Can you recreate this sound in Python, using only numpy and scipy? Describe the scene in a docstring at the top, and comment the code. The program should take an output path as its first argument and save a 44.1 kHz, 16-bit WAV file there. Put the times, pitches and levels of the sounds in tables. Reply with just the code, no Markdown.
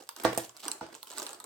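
"""Creases in a clear plastic tray and a small bag snap one by one, each a crack, two short rings and a treble tick,
over a bed of small crackles made the same way, with soft flicks of the film.
Two hands handle them on a wooden table: the tray drops and bounces, and short pushes ring the table top.
A small room adds a short tail made of fading noise, over a low rumble and faint hiss,
all heard close up through a two-port microphone."""
import sys
import numpy as np
from scipy import signal
from scipy.fft import rfft, irfft
from scipy.io import wavfile

SR = 44100
rng = np.random.default_rng(int(sys.argv[2]) if len(sys.argv) > 2 else 0)


def master(y):
    """Save y as 16-bit WAV."""
    cut = np.clip(np.atleast_2d(y).T, -1, 1)
    pcm = np.round(cut * 32767)  # scale
    wavfile.write(sys.argv[1], SR, pcm.astype(np.int16))


def volts_from_decibels(level):
    """Turn decibel levels (scalar or array-like) into linear amplitude factors."""
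    exponent = np.asarray(level, float) / 20
    return 10 ** exponent


N = 63945  # length in samples

# shared by several sounds
EDGES_HZ = 2500, 9300, 16800  # bottom of the cracks, bottom of the treble ticks, top of everything
LOW_PAN_DB, PAN_SPREAD_DB = -6.5, 5  # left over right for low sounds; range of places


def band(x, lo_hz, hi_hz):
    """Steep band-pass: keeps only the pitches between two limits."""
    sos = signal.butter(3, [lo_hz, min(hi_hz, .45 * SR)], "band", fs=SR, output="sos")
    return signal.sosfilt(sos, x)


def place(length, start_s, grains):
    """Adds short sounds (one per row) into one signal at their start times."""
    at = (start_s * SR).astype(int)[:, None] + np.arange(grains.shape[1])
    return np.bincount(at.ravel(), grains.ravel(), length + 4096)[:length]


def sides(y):
    """Low sounds are a little louder on the right; gives left, right and what the walls get."""
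    return y * volts_from_decibels(np.array([[LOW_PAN_DB], [-LOW_PAN_DB], [0]]) / 2)


def modes(table, wobble):
    """Sound of an object struck once, peak 1; its tones wander in phase, as loose parts rattle."""
    t = np.arange(SR // 2) / SR
    wander = wobble * np.cumsum(rng.standard_normal((len(table), len(t))), axis=1)
    h = np.zeros(len(t))
    for (hz, db, t60), drift in zip(table, wander):
        h += volts_from_decibels(db) * np.sin(2 * np.pi * hz * t + drift * hz / 700) * 1000. ** (-t / t60)
    return h / np.abs(h).max()


def creases(start_s, db, hz, treble_db):
    """Each crease builds up and gives way: a broad crack, two short rings and a treble tick."""
    build_ms, rise_ms = 1.26, .3  # time until it gives way; time constant of the build-up
    crack_ms, ring_ms, treble_ms = 1, 0.49, 0.59  # time constants of the fades
    crack_db, second_db = -2.5, -9.5  # crack and second ring, against the first ring
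    likeness, lag_samples = 0.47, 1.06  # share of noise power alike on both ports; largest ring lag each way
    pan_db, treble_pan_db = -5, 5.5  # middle left-over-right level; extra for the tick, each way
    ring_room_db = -9  # the rings beam at the microphone, little reaches the walls

    t = np.arange(320) / SR
    noise = rng.standard_normal((len(start_s), 4, 320))
    phase, lag, where, other = rng.random((len(start_s), 4)).T
    lag, other = lag[:, None], other[:, None]
    place_db = pan_db + PAN_SPREAD_DB * (where - .5)
    u = t * 1000 - build_ms

    def fade(ms):
        """Steep growth up to the snap, then a fade."""
        return np.where(u < 0, np.exp(u / rise_ms), np.exp(-u / ms))

    ports, walls = [], []
    for side in (1, -1):
        n = np.sqrt(likeness) * noise[:, :2] + side * np.sqrt(1 - likeness) * noise[:, 2:]
        turn = hz[:, None] * (t + side * lag_samples * lag / SR) + phase[:, None]
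        # the pitch of the first ring is roughened by a random walk in phase
        tone = np.sin(2 * np.pi * turn + 0.23 * np.cumsum(noise[:, 0], axis=1)) * fade(ring_ms)
        second = np.sin(2 * np.pi * (3000 + 2300 * other) * t + side * lag) * fade(ring_ms)
        tone = tone + volts_from_decibels(second_db) * second
        gain = volts_from_decibels(db + side * place_db / 2)[:, None]
        treble_gain = gain * volts_from_decibels(treble_db + side * treble_pan_db)[:, None]
        crack = place(N, start_s, gain * volts_from_decibels(crack_db) * n[:, 0] * fade(crack_ms))
        tick = place(N, start_s, treble_gain * n[:, 1] * fade(treble_ms))
        broad = band(crack, *EDGES_HZ[:2]) + band(tick, *EDGES_HZ[1:])
        rings = band(place(N, start_s, gain * tone), *EDGES_HZ[:2])
        ports.append(broad + rings)
        walls.append(broad + volts_from_decibels(ring_room_db) * rings)
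    return np.array([ports[0], ports[1], (walls[0] + walls[1]) / 2])


# The tones of the tray when a crease rings it.
# Each row: pitch in Hz (before the tray bends), level in dB against the other rows,
# time to fade by 60 dB in seconds.
TRAY_TONES = [(830, -14.5, 0.015), (917, -9.5, 0.062), (1065, 1.5, 0.017), (1403, 0, 0.015)]


def tray_ring(start_s, db):
    """Each blow rings the tray afresh; it is bent differently each time, which shifts its pitches."""
    flex, wobble, swell_ms = .18, .045, 1.2  # range of pitch shift (share); phase wander; slow start
    out = np.zeros(N + SR)
    swell = 1 - np.exp(-np.arange(SR // 2) * 1000 / SR / swell_ms)
    for at, gain in zip((start_s * SR).astype(int), volts_from_decibels(db)):
        bend = 1 + flex * (rng.random() - .5)
        bent = [(hz * bend, tone_db, t60) for hz, tone_db, t60 in TRAY_TONES]
        out[at:at + SR // 2] += gain * swell * modes(bent, wobble)
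    return band(sides(out[:N]), 550, EDGES_HZ[2])


# The loud snaps of single creases.
# Each row: start in seconds, level in dB, pitch of the first ring in Hz,
# treble tick in dB against the snap, tray ring in dB against the snap (both before a shared boost).
CREASE_SNAPS = [(0.0895, -27, 8420, -6.5, -9), (0.1628, -34.5, 5880, -5, -4.5),
                (0.2352, -49.5, 8000, 18, 5), (0.2464, -28, 3010, -29, -2),
                (0.2487, -18.5, 4085, -7.5, 0.5), (0.3478, -32.5, 7650, -4, -35),
                (0.375, -19, 8906, -4.5, -14.5), (0.3808, -27.5, 8700, 1.5, -36),
                (0.4931, -33, 7220, -79, -18.5), (0.5656, -37, 4780, -7, -12),
                (0.5715, -36.5, 8080, -50, -12.5), (0.632, -33.5, 4160, -32, -8.5),
                (0.6397, -34.5, 3240, -42, -28), (0.6522, -30, 7690, -12, -5),
                (0.6665, -39, 4500, -36, -24), (0.6806, -18.5, 8800, -11.5, -11),
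                (0.7147, -18, 7530, -12, -24), (0.7317, -35.5, 7800, -6, -18),
                (0.809, -42, 4670, -17, 13.5), (0.8637, -39, 3020, -24, -7), (0.9425, -36, 3950, -37, -21),
                (0.9494, -32.5, 7180, -19, -9.5), (1.0287, -31, 4160, -2, -10),
                (1.0707, -36, 3160, -6, -11), (1.101, -33, 6590, -11, -11), (1.1147, -32, 7280, -42, -14),
                (1.1256, -39.5, 4200, -10, -1.5), (1.1342, -39, 7400, -12, -6),
                (1.1744, -31.5, 3800, -7, -2), (1.1814, -23, 7600, -9, -11), (1.1909, -30, 5280, -3.5, -16),
                (1.198, -25, 7150, -22, -12), (1.2184, -32.5, 5200, -7, -6.5),
                (1.2271, -31.5, 5260, -5.5, -31), (1.2354, -34, 8150, -14, -8),
                (1.265, -23.5, 8600, -24, -13.5), (1.2838, -41, 5330, -17, -5),
                (1.2911, -30, 7320, -27, -10), (1.311, -46, 8050, -23, 3), (1.3302, -32, 8100, -8.5, -10.5),
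                (1.345, -36, 5800, -25, -16), (1.4001, -31, 8750, -10.5, -11),
                (1.4404, -32.5, 7800, -8, -10)]


def snaps():
    """The loud creases; each also rings the tray as it gives way."""
    start_s, db, hz, treble_db, tray_db = np.array(CREASE_SNAPS).T
    treble_boost_db, tray_boost_db = 8.5, 8.5
    give_way_s = start_s + 1.26 / 1000  # after the build-up
    tray = tray_ring(give_way_s, db + tray_db + tray_boost_db)
    return creases(start_s, db, hz, treble_db + treble_boost_db) + tray


# How strongly the hands work the plastic, joined by straight lines between the rows.
# Each row: time in seconds, crackle level in dB, rustle level in dB (both before each crease's random size).
HAND_MOVES = [(0, -55.5, -54), (.08, -69, -71.5), (.155, -67.5, -68), (.17, -59, -59), (.24, -56, -50.5),
              (.255, -64, -50), (.34, -55, -47), (.44, -55.5, -61), (.48, -67.5, -65.5), (.555, -74, -67),
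              (.605, -55.5, -68.5), (.66, -54, -50), (.74, -81, -55), (.79, -68, -66.5), (.9, -65.5, -57),
              (1.0, -66, -71), (1.1, -62, -66), (1.19, -49.5, -48.5), (1.3, -58.5, -59), (1.38, -68.5, -61),
              (1.45, -74, -62.5)]


def hand_level(column):
    """One column of the hand movements at every sample."""
    rows = np.array(HAND_MOVES)
    return np.interp(np.arange(N) / SR, rows[:, 0], rows[:, column])


def crackle():
    """Many small creases of scattered size, in bunches; each flicks a patch of film of its own pitch."""
    crackles_per_s, scatter_db, bunch_db = 1400, 3.74, 4.5
    treble_db = -0.5  # middle of the tick levels
    panel_low_hz, panel_span, panel_cycles = 313.6, 7.35, 1.43  # lowest pitch, range ratio, ring length
    patch_lag_ms = 0.082  # largest lag is twice this

    when, luck, pitch, spread, sign, panel = rng.random((int(crackles_per_s * N / SR), 6)).T
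    start_s = when * (N - 1) / SR
    at = (when * (N - 1)).astype(int)
    # creases within the same 300 samples share a random boost
    bunch = bunch_db * np.repeat(rng.standard_normal(N // 300 + 1), 300)[at]
    size_db = -scatter_db * np.log(np.maximum(luck, .03)) + bunch
    snap_db = hand_level(1)[at] + size_db
    small = creases(start_s, snap_db, 2500 * 3.07 ** pitch, treble_db + 8 * (spread - .5))

    push = volts_from_decibels(hand_level(2)[at] + 0.79 * size_db) * np.sign(sign - .5)
    cycles = (panel_low_hz * panel_span ** panel)[:, None] * np.arange(1024) / SR
    flick = push[:, None] * np.sin(2 * np.pi * cycles) * np.exp(-cycles / panel_cycles)
    spot = 2 * spread - 1  # place across the heap: sets lag and level between the ports
    patches = []
    for side in (1, -1, 0):  # left, right, walls
        gain = volts_from_decibels(side * (LOW_PAN_DB + PAN_SPREAD_DB * spot) / 2)[:, None]
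        heard_s = start_s + (1 + side * spot) * patch_lag_ms / 1000
        patches.append(place(N, heard_s, flick * gain))
    return small + band(np.array(patches), 200, EDGES_HZ[2])


# The tray knocking on the table.
# Each row: start in seconds, strength of the table ring in dB, contact time in milliseconds, slap level in dB.
TRAY_KNOCKS = [(.2465, -19.5, 0.3, -19), (0.2502, -7.5, 1.65, -9), (.3762, -20.5, 1.79, -15.5),
               (0.3827, -36, 0.55, -28), (0.815, -25, 2.2, -44), (0.828, -29.5, 1.07, -60)]
# The tones of the table top.
# Each row: pitch in Hz, level in dB against the other rows, time to fade by 60 dB in seconds.
TABLE_TONES = [(123.3, -11, 0.29), (332.7, -1.5, 0.23), (490.6, 6, 0.044), (671, -0.5, 0.14),
               (806, -8.5, 0.067), (1082, -2, 0.058), (1507, 0.5, 0.11), (1813, 5, 0.18)]


def knocks():
    """A short half-sine push rings the table top; a flat landing also slaps, and the film crunches."""
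    push_share = 0.67  # part of the contact in which the table is pushed
    table_wobble = 0.074  # phase wander of the table tones
    crunch_db, crunch_t60_s, crunch_hz = -25, .16, (1620, 6280)  # the film shakes after each knock

    start_s, db, contact_ms, slap_db = np.array(TRAY_KNOCKS).T
    u = np.arange(160) / SR * 1000 / contact_ms[:, None]  # 0 to 1 during contact
    shape = np.sin(np.pi * np.clip(u / push_share, 0, 1))
    push = place(N, start_s, volts_from_decibels(db)[:, None] * shape / shape.sum(axis=1, keepdims=True))
    u = np.clip(u, 0, 1)
    slap = place(N, start_s, volts_from_decibels(slap_db)[:, None] * np.sin(2 * np.pi * u) * np.sin(np.pi * u))
    table = signal.fftconvolve(push, modes(TABLE_TONES, table_wobble))[:N]

    # each push leaves a fading shake that drives uneven noise
    shake = signal.lfilter([1], [1, -1000. ** (-1 / crunch_t60_s / SR)], push)
    grit = rng.standard_normal((3, N)) * rng.exponential(size=N)
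    crunch = volts_from_decibels(crunch_db) * band(shake * grit, *crunch_hz)
    return band(sides(slap - table + crunch), 70, EDGES_HZ[2])


def room(x):
    """Close reflections off table and wall, then a tail that is alike on both ports in the bass."""
    redraw_s = .06  # a fresh random tail is drawn this often, so no pitch stays coloured
    tail_db, near_db, treble_db = -2.5, -1.5, 1  # treble is on top of the tail level
    low_t60_s, treble_t60_s, near_t60_s = 0.28, .3, 0.016
    split_hz, alike_hz = 2700, 704  # low part ends here; ports differ above here

    t = np.arange(SR // 2) / SR

    def fade(t60):
        """Fade of 60 dB in t60 seconds, scaled so that longer fades start softer."""
        return 1000. ** (-t / t60) / np.sqrt(t60 * SR / 7)

    step, out = int(redraw_s * SR), np.zeros((2, N + SR))
    for at in range(0, N, step):
        mid, side = rng.standard_normal((2, len(t)))
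        n = mid + np.array([[1], [-1]]) * band(side, alike_hz, SR)
        low = band(n, 70, split_hz)
        tail = low * fade(low_t60_s) + volts_from_decibels(treble_db) * (n - low) * fade(treble_t60_s)
        near = n * fade(near_t60_s)
        h = (volts_from_decibels(tail_db) * tail + volts_from_decibels(near_db) * near) * (t > .0015)  # nothing returns before 1.5 ms
        y = signal.fftconvolve(x[None, at:at + step], h, axes=1)
        out[:, at:at + y.shape[1]] += y
    return out[:, :N]


def background():
    """A low rumble of the building, the same on both ports, and faint hiss, separate on each."""
    rumble = volts_from_decibels(-55) * band(rng.standard_normal(N), 35, 150)
    hiss = volts_from_decibels(-75) * rng.standard_normal((2, N))
    return rumble + hiss


def scene():
    """All of the handling, straight to the ports and by way of the room, over the background."""
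    dry = snaps() + crackle() + knocks()
    return dry[:2] + room(dry[2]) + background()


# How the microphone colours the sound.
# Each row: pitch in Hz, gain in dB.
MIC_RESPONSE = [(30, -13), (100, -4), (2000, 0), (7000, -2), (8200, 4.5), (9000, -1), (9700, -8),
                (11000, -3), (15500, -7.5)]


def microphone(x):
    """A small microphone with a treble peak and dip, as a filter that responds without delay."""
    mic_hz, mic_db = np.array(MIC_RESPONSE).T
    hz = np.fft.rfftfreq(512, 1 / SR)
    log_gain = np.interp(np.log(hz + 1), np.log(mic_hz), mic_db) * np.log(10) / 20
    # folding the cepstrum forward in time gives minimum phase
    cepstrum = irfft(log_gain)
    cepstrum[1:256] *= 2
    cepstrum[257:] = 0
    h = irfft(np.exp(rfft(cepstrum)))
    return signal.fftconvolve(x, h[None], axes=1)[:, :N]


def band_limit(x):
    """A steep low-pass at the top of the band."""
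    return signal.sosfilt(signal.butter(12, 16990, fs=SR, output="sos"), x)


def record(dry):
    """The scene as the microphone hears it, made ready for the file."""
    mix = microphone(dry)
    return band_limit(mix)


dry = scene()
out = record(dry)
master(out)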